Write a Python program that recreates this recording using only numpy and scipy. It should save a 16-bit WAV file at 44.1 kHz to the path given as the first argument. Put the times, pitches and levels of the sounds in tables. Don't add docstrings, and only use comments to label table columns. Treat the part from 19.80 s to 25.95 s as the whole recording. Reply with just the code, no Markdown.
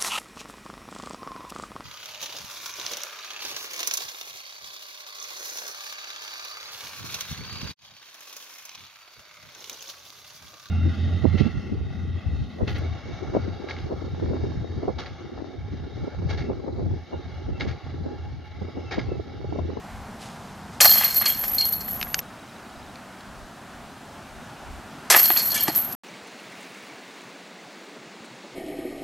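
import sys
import numpy as np
from scipy import signal
from scipy.fft import rfft, irfft, next_fast_len
from scipy.io import wavfile
from scipy.ndimage import uniform_filter1d

SR = 44100
rng = np.random.default_rng(int(sys.argv[2]) if len(sys.argv) > 2 else 0)


def inscribe(sig):
    pcm = np.round(np.clip(np.atleast_2d(sig).T, -1, 1) * 32767)
    wavfile.write(sys.argv[1], SR, pcm.astype(np.int16))


N = 271259
T = np.arange(N) / SR
CUT_S, DIP_S = 2.406, .005

# start_s, tick_db, ring_db
SLAPS = [(1.0076, 0.5, -13), (1.0548, -2, -11), (1.076, -17, -19), (1.0944, -27, -16), (1.1328, -18, -15),
         (1.1787, -15, -13), (1.243, -17, -7), (1.345, -18, -15), (1.3648, -32, -3.5), (1.4127, -28, -7),
         (1.4562, -14, -6), (1.6382, -21, -20), (1.682, -28, -11), (1.7454, -25, -17), (1.7846, -17.5, -20),
         (1.8102, -16.5, -24), (1.852, -20.5, -10), (1.8855, -33, -10), (1.922, -39, -7),
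         (1.9334, -38, -18.5), (2.0063, -27, -25), (2.0836, -33, -28), (2.141, -40, -23),
         (2.3754, -44, -25), (5.3011, 0.5, -4), (5.3194, -4, -2), (5.3676, -6.5, -14), (5.3939, -9, -7),
         (5.4115, -23, -11), (5.4414, -28, -11), (5.456, -11.5, -2.5), (5.5717, -13, -5),
         (5.5947, -12, -27), (5.6795, -28, -15), (5.7038, -23, -17), (5.7169, -15, -11),
         (5.7458, -13, -4.5), (5.8046, -20, -8), (5.8344, -32, -15), (5.879, -16.5, -23), (5.949, -19, -19),
         (5.9693, -44, -6), (6.0437, -42, -14), (6.092, -39, -26), (6.11, -40, -22), (6.124, -24.5, -18)]


def gain_of(db):
    return 10 ** (np.asarray(db) / 20)


def evened(x):
    return x / np.sqrt(np.mean(x ** 2) + 1e-20)


def curve_at(points, hz):
    pitches, values = np.transpose(points)
    return np.interp(np.log(hz + 1), np.log(pitches + 1), values)


def coloured(x, spectrum):
    size = next_fast_len(len(x))
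    gains = gain_of(curve_at(spectrum, np.fft.rfftfreq(size, 1 / SR)))
    return irfft(rfft(x, size) * gains, size)[:len(x)]


def evened_in_band(x, low_hz, high_hz):
    band = signal.sosfilt(signal.butter(4, [low_hz, high_hz], "band", fs=SR, output="sos"), x)
    return x / np.sqrt(np.mean(band ** 2))


def ring(x, hz, fade_s):
    decay, turn = 1000 ** (-1 / (max(fade_s, 1e-3) * SR)), 2 * np.pi * hz / SR
    return signal.lfilter([0, np.sin(turn)], [1, -2 * decay * np.cos(turn), decay * decay], x)


def clicks(per_s, spread_db):
    when, size, sign = rng.random((3, N))
    return (when < per_s / SR) * gain_of(-spread_db * np.log(size + .01)) * np.sign(sign - .5)


def blows(rows, shape, column):
    out = np.zeros(N)
    for row in rows:
        out[round(row[0] * SR)] = gain_of(row[column])
    return signal.oaconvolve(out, shape)[:N]


def bursts(rows, rise_s=.007, column=1):
    out = np.zeros(N)
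    for row in rows:
        start, stop = round(row[0] * SR), round(CUT_S * SR) if row[0] < CUT_S else N
        t = T[:stop - start]
        level_db = row[column] - 60 * np.maximum(t - rise_s, 0) / row[-1]
        out[start:stop] += np.minimum(t / rise_s, 1) * gain_of(level_db)
    return out


def smeared(x, fade_s):
    t = T[:SR // 2]
    trail = rng.choice([-1., 1.], len(t)) * (rng.random(len(t)) < .05)
    trail *= gain_of(-60 * t / fade_s) * (t > .002)
    return signal.fftconvolve(x, trail / np.linalg.norm(trail))[:N]


def road():
    # pitch_hz, level_db
    tones = [
        [(41, -36), (70, 0.5), (129, -5), (208, 1), (238, -1.5), (286, -11.5), (401, -11.5), (603, -12),
         (723, -5), (908, -9.5), (1560, -15), (2580, -23), (7140, -30.5), (14400, -40.5), (15800, -53)],
        [(41, -33), (70, -9.5), (155, -1), (186, -10.5), (222, 1.5), (342, -11), (383, -5), (420, -15.5),
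         (449, -13.5), (707, -5), (1040, -10), (1400, -9), (2050, -16.5), (8570, -29), (15800, -40)],
    ]
    # time_s, level_db
    levels = [
        [(0.0, -43.5), (1.5, -44), (2.4, -42.5)],
        [(2.42, -48), (4.1, -48), (5.4, -46), (6.15, -43.5)],
    ]
    # pitch_hz, likeness (1 = the same)
    likeness = [(60, 0.87), (150, 1), (380, 0.96), (950, 0.99), (2380, 0.94), (5980, 0.9), (15000, 1)]
    frames, hz = N // 256 + 5, np.fft.rfftfreq(1024, 1 / SR)
    a, b, c, d, patches = rng.standard_normal((frames, 513, 5)).T
    patches = evened(uniform_filter1d(uniform_filter1d(patches, 12, 0), 14, 1))
    same = np.clip(curve_at(likeness, hz), -1, 1)[:, None]
    left = a + 1j * b
    right = same * left + np.sqrt(1 - same ** 2) * (c + 1j * d)
    noise = np.array([left, right]) * gain_of(0.73 * patches)
    out, first = 0, T < CUT_S + DIP_S / 2
    for tone, rows, heard in zip(tones, levels, (first, ~first)):
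        spectra = noise * gain_of(curve_at(tone, hz))[:, None]
        wash = signal.istft(spectra, nperseg=1024, noverlap=768)[1][:, :N]
        out += heard * gain_of(np.interp(T, *np.transpose(rows))) * evened_in_band(wash, 78, 400)
    return out


def wind():
    # middle_s, level_db, half_length_s
    gusts = [(.17, -43, .08), (1.75, -50, 0.3), (2.24, -46, 0.071), (2.45, -58, .08), (3.03, -51.5, .1),
             (3.58, -46.5, .09), (4.02, -54, 0.095), (4.559, -49.5, .06), (4.92, -42, .08)]
    lull_db, tone = -69, [(8, -19), (25, 0), (55, 5), (90, -0.5), (200, -47.5)]
    a, b = (coloured(rng.standard_normal(N), tone) for _ in range(2))
    puffs = sum(gain_of(db) * np.exp(-((T - s) / half_s) ** 2) for s, db, half_s in gusts)
    return (gain_of(lull_db) + puffs) * evened(np.array([a + 0.86 * b, a - 0.29 * b]))


def clothes():
    # start_s, level_db, fade_s
    rustles = [(.38, -46.5, .7), (.6, -60, .5), (.9, -53, .25)]
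    tone = [(700, -21), (2000, 1), (5000, -1.5), (11000, -10.5), (14000, -29.5)]
    cloth = coloured(clicks(per_s=10000, spread_db=4.3), tone)
    return bursts(rustles, rise_s=.045) * evened_in_band(cloth, 2500, 11000)


def chain_jingle(count=14):
    # pitch_hz, spread_hz, level_db, fade_s
    groups = [
        [(9270, 1500, -11, 0.0055), (9900, 150, -24, 0.06), (11754, 80, 0, 0.13)],
        [(12130, 90, -13, .08), (12440, 90, -2, 0.17), (12740, 100, -2, 0.15)],
        [(13700, 290, -5.5, 0.11), (13500, 130, -3, .1), (14300, 120, -18, .08)],
    ]
    # start_s, low_group_db, middle_group_db, fade_s
    swings = [(1.003, -22, -15, 0.65), (1.038, -17.5, -20, 1.13), (1.12, -19, -33, 0.34),
              (1.238, -21, -33, 0.12), (1.338, -41, -23, .2), (1.355, -21.5, -27, 0.47),
              (1.47, -24, -24, 0.53), (1.585, -29, -34, 2.6), (1.73, -31, -21.5, 0.15),
              (1.845, -24, -32, 0.49), (2.08, -32.5, -40, 1.04), (2.338, -46, -39, .06),
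              (2.378, -32.5, -32.5, .15), (5.298, -23, -18.5, .6), (5.358, -9, -15, 0.17),
              (5.385, -21, -14, 0.11), (5.408, -15, -15.5, 1.1), (5.63, -40, -38, 2.5),
              (5.824, -34, -9.5, 0.086), (5.88, -47, -31, 0.097), (5.952, -21, -23, 0.43)]
    taps, which_link = clicks(per_s=380, spread_db=3.1), rng.integers(0, count, N)
    slap_shape = T[:2000] / 0.0029 * gain_of(-60 * T[:2000] / 0.023)
    shakes = blows(SLAPS, slap_shape, column=2) * rng.standard_normal(N)
    low, middle = (bursts(swings, rise_s=.0092, column=k) for k in (1, 2))
    high = gain_of(-9) * middle
    out = np.zeros(N)
    for throw in (slice(SR * 7 // 8, SR * 5 // 2), slice(SR * 5, N)):
        for tones, level, slap_db in zip(groups, (low, middle, high), (-24, -28, -36)):
            jingle, struck = 0, 0
            for hz, spread_hz, db, fade_s in tones:
                for k, offset in enumerate(rng.uniform(-1.61, 1.64, count)):
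                    mine, link_hz = which_link[throw] == k, hz + spread_hz * offset
                    jingle += gain_of(db) * ring(taps[throw] * mine, link_hz, fade_s)
                    struck += gain_of(db) * ring(shakes[throw] * mine, link_hz, 0.26 * fade_s)
            out[throw] += level[throw] * evened(jingle) + gain_of(slap_db) * struck
    return out


def chain_clatter(count=16):
    # pitch_hz, level_db
    tone = [(2120, -24.5), (3600, -20), (4010, -21), (4240, -13), (5090, -11), (5850, -11.5), (8870, -13.5),
            (11000, -13.5), (14300, -44.5), (22000, -120)]
    # start_s, level_db, fade_s
    rattles = [(1.003, -15, 0.27), (1.09, -30.5, 1.46), (1.452, -32.5, 0.3), (1.632, -46, 0.4),
               (1.74, -57, 0.13), (1.778, -41, 0.31), (2.005, -43, 0.079), (2.08, -52, 1.1),
               (5.3, -15, .22), (5.363, -33.5, 1.5), (5.57, -35.5, .4), (5.741, -29, 0.37),
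               (5.874, -38, 0.13), (5.945, -54, 0.49)]
    patter = evened_in_band(coloured(clicks(per_s=1800, spread_db=2.36), tone), 5000, 9500)
    taps, which_ping = clicks(per_s=350, spread_db=4.5), rng.integers(0, count, N)
    pitches_hz = np.linspace(5200, 11200, count)
    pings = evened(sum(ring(taps * (which_ping == k), hz, .012) for k, hz in enumerate(pitches_hz)))
    hiss = evened_in_band(coloured(rng.standard_normal(N), tone), 5000, 12000)
    ticks = blows(SLAPS, gain_of(-60 * T[:3000] / 0.044), column=1) * hiss
    return bursts(rattles) * (patter + gain_of(-5.5) * pings) + gain_of(-11.5) * ticks


def disc_scrape():
    # start_s, level_db, fade_s
    drags = [(1.003, -19.5, 0.18), (1.048, -20, 0.044), (1.13, -35, 0.88), (1.205, -30, 0.42),
             (1.41, -33.5, .6), (1.455, -45, 0.27), (1.632, -38, 0.14), (1.7, -45.5, 1.17),
             (5.3, -17.5, 0.31), (5.34, -21.5, 0.1), (5.39, -42, 1.5), (5.505, -35, 0.25),
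             (5.561, -35.5, 0.52), (5.745, -45, .5), (5.868, -33.5, 0.15), (5.897, -45, 0.11),
             (5.943, -51, 1.4)]
    # pitch_hz, level_db
    tone = [(180, -40), (300, -11.5), (443, -12.5), (714, -6.5), (1230, -4.5), (1980, 0), (2430, -5.5),
            (4000, -9.5), (5200, -50.5), (8800, -120)]
    grains = coloured(clicks(per_s=4000, spread_db=2.7), tone)
    return bursts(drags) * evened_in_band(grains, 600, 3600)


def disc_knocks():
    # start_s, level_db, spot (0 = centre, 1 = rim)
    knocks = [(1.004, -11, 0.92), (1.011, -19, 0.087), (1.033, -15, 0.91), (1.045, -17, 0.45),
              (1.057, -13, 0.27), (1.068, -23, .1), (1.093, -25, 0.81), (1.115, -24, 0.25),
              (1.158, -25, .55), (1.174, -23, .9), (1.21, -20.5, 0.17), (1.236, -22, 0.97),
              (1.412, -28, 0.33), (1.457, -21.5, 1), (1.638, -28.5, 0.22), (2.082, -34.5, .55),
              (2.269, -35, .45), (5.301, -13.5, .7), (5.305, -15, 0.2), (5.314, -22, .75),
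              (5.325, -13, .75), (5.341, -10.5, 0.75), (5.347, -8, 0.5), (5.364, -11.5, 0.37),
              (5.374, -20, 0.57), (5.397, -22, .45), (5.414, -28, 0.11), (5.503, -15, 0.32),
              (5.564, -20, .95), (5.881, -14.5, .15), (5.899, -25.5, 0.086)]
    groups = [
        [713, 790, 870],
        [1200, 1712, 1950],
        [2600, 3250],
    ]
    away_db, fade_at_1khz_s, crack_db, crack_fade_s = -15, .032, -4, .008
    out, t = np.zeros(N), T[:3000]
    for (s, db, spot), draws in zip(knocks, rng.random((len(knocks), 8, 2))):
        tones = [(hz, away_db * abs(k / 2 - spot)) for k, group in enumerate(groups) for hz in group]
        knock = ring(rng.standard_normal(len(t)), 2400, .0012) * gain_of(crack_db - 60 * t / crack_fade_s)
        for (hz, tone_db), (bend, phase) in zip(tones, draws):
            bent_hz = hz * (1 + (bend - .5) / 10)
            level = gain_of(tone_db - 60 * t / fade_at_1khz_s * np.sqrt(hz / 1000))
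            knock += level * np.sin(2 * np.pi * (bent_hz * t + phase))
        out[round(s * SR):][:len(t)] += gain_of(db) * knock * np.clip(t / 0.00083, 0, 1)
    return out


def disc_thuds():
    # start_s, level_db, pitch_hz, fade_s
    thuds = [(1.012, -24.5, 600, .04), (1.057, -20.5, 579, .04), (5.308, -27, 367, .05),
             (5.345, -21, 367, 0.049), (5.365, -24, 304, 0.043), (5.504, -22.5, 335, 0.047),
             (5.885, -15.5, 310, 0.059), (5.882, -29.5, 140, 0.051)]
    out, t = np.zeros(N), T[:3000]
    for s, db, hz, fade_s in thuds:
        level = gain_of(db - 60 * t / fade_s) * np.clip(t / 0.0019, 0, 1)
        out[round(s * SR):][:len(t)] += level * np.sin(2 * np.pi * hz * t)
    return out


def hoop():
    # start_s, long_tones_db, short_tones_db
    strikes = [(1.0162, -15, -11), (1.053, -9, -9), (1.0736, -7.5, -13), (1.11, -41, -12),
               (1.136, -16.5, -14.5), (1.1835, -20.5, -21), (1.221, -30, -23), (1.246, -19.5, -20),
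               (1.3075, -25.5, -33), (1.3583, -20.5, -25), (1.4007, -19.5, -22), (1.4603, -22, -12),
               (1.499, -23.5, -38), (1.5476, -31, -29.5), (1.6382, -42, -32), (1.7827, -12, -17),
               (1.808, -12, -15.5), (1.851, -25, -24), (1.932, -29.5, -24.5), (2.007, -37, -29),
               (2.084, -42, -43), (5.3223, -19, -28), (5.385, -29, -18), (5.4415, -21, -19),
               (5.457, -23, -18), (5.493, -23, -27), (5.5699, -18, -15), (5.6, -22, -18),
               (5.704, -38, -22.5), (5.7172, -25, -21), (5.8047, -27, -26), (5.8444, -28, -37),
               (5.8899, -31, -27), (5.9027, -30, -39), (5.99, -37.5, -52)]
    # pitch_hz, level_db, fade_s
    long_tones = [(2280, -23.5, 0.08), (3270, -27, 0.2), (4232, -4.5, 0.48), (4284, -5, 0.39)]
    # pitch_hz, level_db, fade_s
    short_tones = [(4350, 4, 0.068), (4530, -4.5, 0.071), (4600, -8, 0.0505), (4800, -5, 0.05),
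                   (5760, -14.5, 0.1), (6550, -21, .08)]
    scatter = .03
    out, t = np.zeros(N), T[:SR // 2]
    luck = rng.random((len(strikes), len(long_tones + short_tones), 3))
    stops_s = [row[0] for row in strikes[1:]] + [N / SR]
    for (s, long_db, short_db), stop_s, draws in zip(strikes, stops_s, luck):
        tones = [(hz, long_db + db, fade_s) for hz, db, fade_s in long_tones]
        for (hz, db, fade_s), shift in zip(short_tones, draws[:, 2]):
            tones.append((hz * (1 + scatter * (shift - .5)), short_db + db, fade_s))
        ringing = 0
        for (hz, db, fade_s), (strength, phase, _) in zip(tones, draws):
            level = gain_of(db + 3.4 * (strength - 1.5) - 60 * t / fade_s)
            cycles = hz * (t + s) + 0.28 * phase
            ringing += level * np.sin(2 * np.pi * cycles)
        held = np.clip(t / .0015, 0, 1) * gain_of(-60 * np.maximum(t + s - stop_s, 0) / 0.028)
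        part = out[round(s * SR):][:len(t)]
        part += gain_of(-2) * (ringing * held)[:len(part)]
    return out


def tray():
    # start_s, level_db, fade_s
    brushes = [(1.055, -43, 0.18), (1.08, -42, 1), (1.452, -40, 0.42), (1.803, -46.5, 0.2),
               (5.375, -39, 0.2), (5.445, -44, .4), (5.72, -45.5, 0.94), (5.748, -36, 0.26)]
    # pitch_hz, level_db, fade_s
    wires = [(1220, -16, .15), (1300, -11.5, 0.1), (1594, -12, 0.121), (1734, -0.5, 0.16), (2050, -9.5, .1),
             (2280, 0.5, .1), (2860, -0.5, .12), (3100, -2, .08), (3220, 5, 0.075), (3270, 5, 0.08),
             (3470, -5, .09), (4120, -8, 0.082)]
    taps = bursts(brushes) * clicks(per_s=1200, spread_db=2.5)
    which_wire = rng.integers(0, len(wires), N)
    return sum(gain_of(db) * ring(taps * (which_wire == k), hz, fade_s)
               for k, (hz, db, fade_s) in enumerate(wires))


def snaps():
    # start_s, level_db, pitch_hz, body_db
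    events = [(2.2133, -18.5, 2650, -10), (2.2277, -14.5, 2480, -16), (2.3437, -4, 5240, -0.5),
              (2.391, -15, 5290, -1), (2.6775, -41, 3180, 1), (3.1572, -33, 3880, -1),
              (3.4078, -36.5, 3800, -5)]
    out = np.zeros(N)
    for s, db, hz, body_db in events:
        crack = np.diff(rng.standard_normal(1024) * gain_of(-60 * T[:1024] / 0.01), prepend=0)
        thin, body = ring(crack, hz, .002), ring(crack, 2150, .001)
        snap = evened(thin) + gain_of(body_db) * evened(body) + 0.29 * evened(crack)
        out[round(s * SR):][:1024] += gain_of(db) * snap / abs(snap).max()
    return coloured(out, [(500, -20), (1700, 0.5)])


def trill():
    notes_hz = [3850, 4800]
    tune = "llhlhllhlhlhhlhllhlhl"
    start_s, step_s, half_length_s = 2.43, .03337, .004
    out = np.zeros(N)
    for k, note in enumerate(tune):
        high = note == "h"
        level = gain_of(-49 - 5 * high - 5.5 * rng.random())
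        swell = np.exp(-((T - start_s - k * step_s) / half_length_s) ** 2)
        out += level * swell * np.sin(2 * np.pi * notes_hz[high] * T)
    return out


def scene():
    # pitch_hz, level_db
    microphone_tone = [(60, -25.5), (500, 6), (13500, -2), (14500, -5), (15200, -21), (16000, -27.5)]
    # pitch_hz, level_db
    stereo_width = [(60, -12.5), (99, -19), (160, -25), (270, -24.5), (450, -25), (740, -35), (1220, -43.5),
                    (2010, -44.5), (3330, -23.5), (5500, -34), (9080, -43.5), (15000, -31)]
    disc_tone = [(80, -60), (250, -30), (480, 0), (16000, -1.5)]
    ringing = hoop()
    near = coloured(chain_jingle() + chain_clatter() + snaps(), microphone_tone) + ringing + tray()
    near += coloured(disc_scrape() + disc_knocks(), disc_tone) + disc_thuds() + clothes()
    out = road() + wind() + trill()
    for heard in (T < CUT_S, T >= CUT_S):
        throw = near * heard
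        side = coloured(smeared(throw, fade_s=.026), stereo_width)
        side += gain_of(-19) * np.roll(ringing, 3)
        centre = throw + gain_of(-15.5) * smeared(throw, fade_s=.036)
        out += np.array([centre + side, centre - side]) * heard
    return out


def record(dry):
    dip = 1 - .75 * uniform_filter1d(1. * (T > CUT_S) * (T < CUT_S + DIP_S), 20)
    rounded = 1.253 * np.tanh(dry * dip / 1.204)
    low_pass = signal.firwin(511, cutoff=15900, window=("kaiser", 9), fs=SR)
    return signal.oaconvolve(rounded, low_pass[None], "same")


dry = scene()
out = record(dry)
inscribe(out)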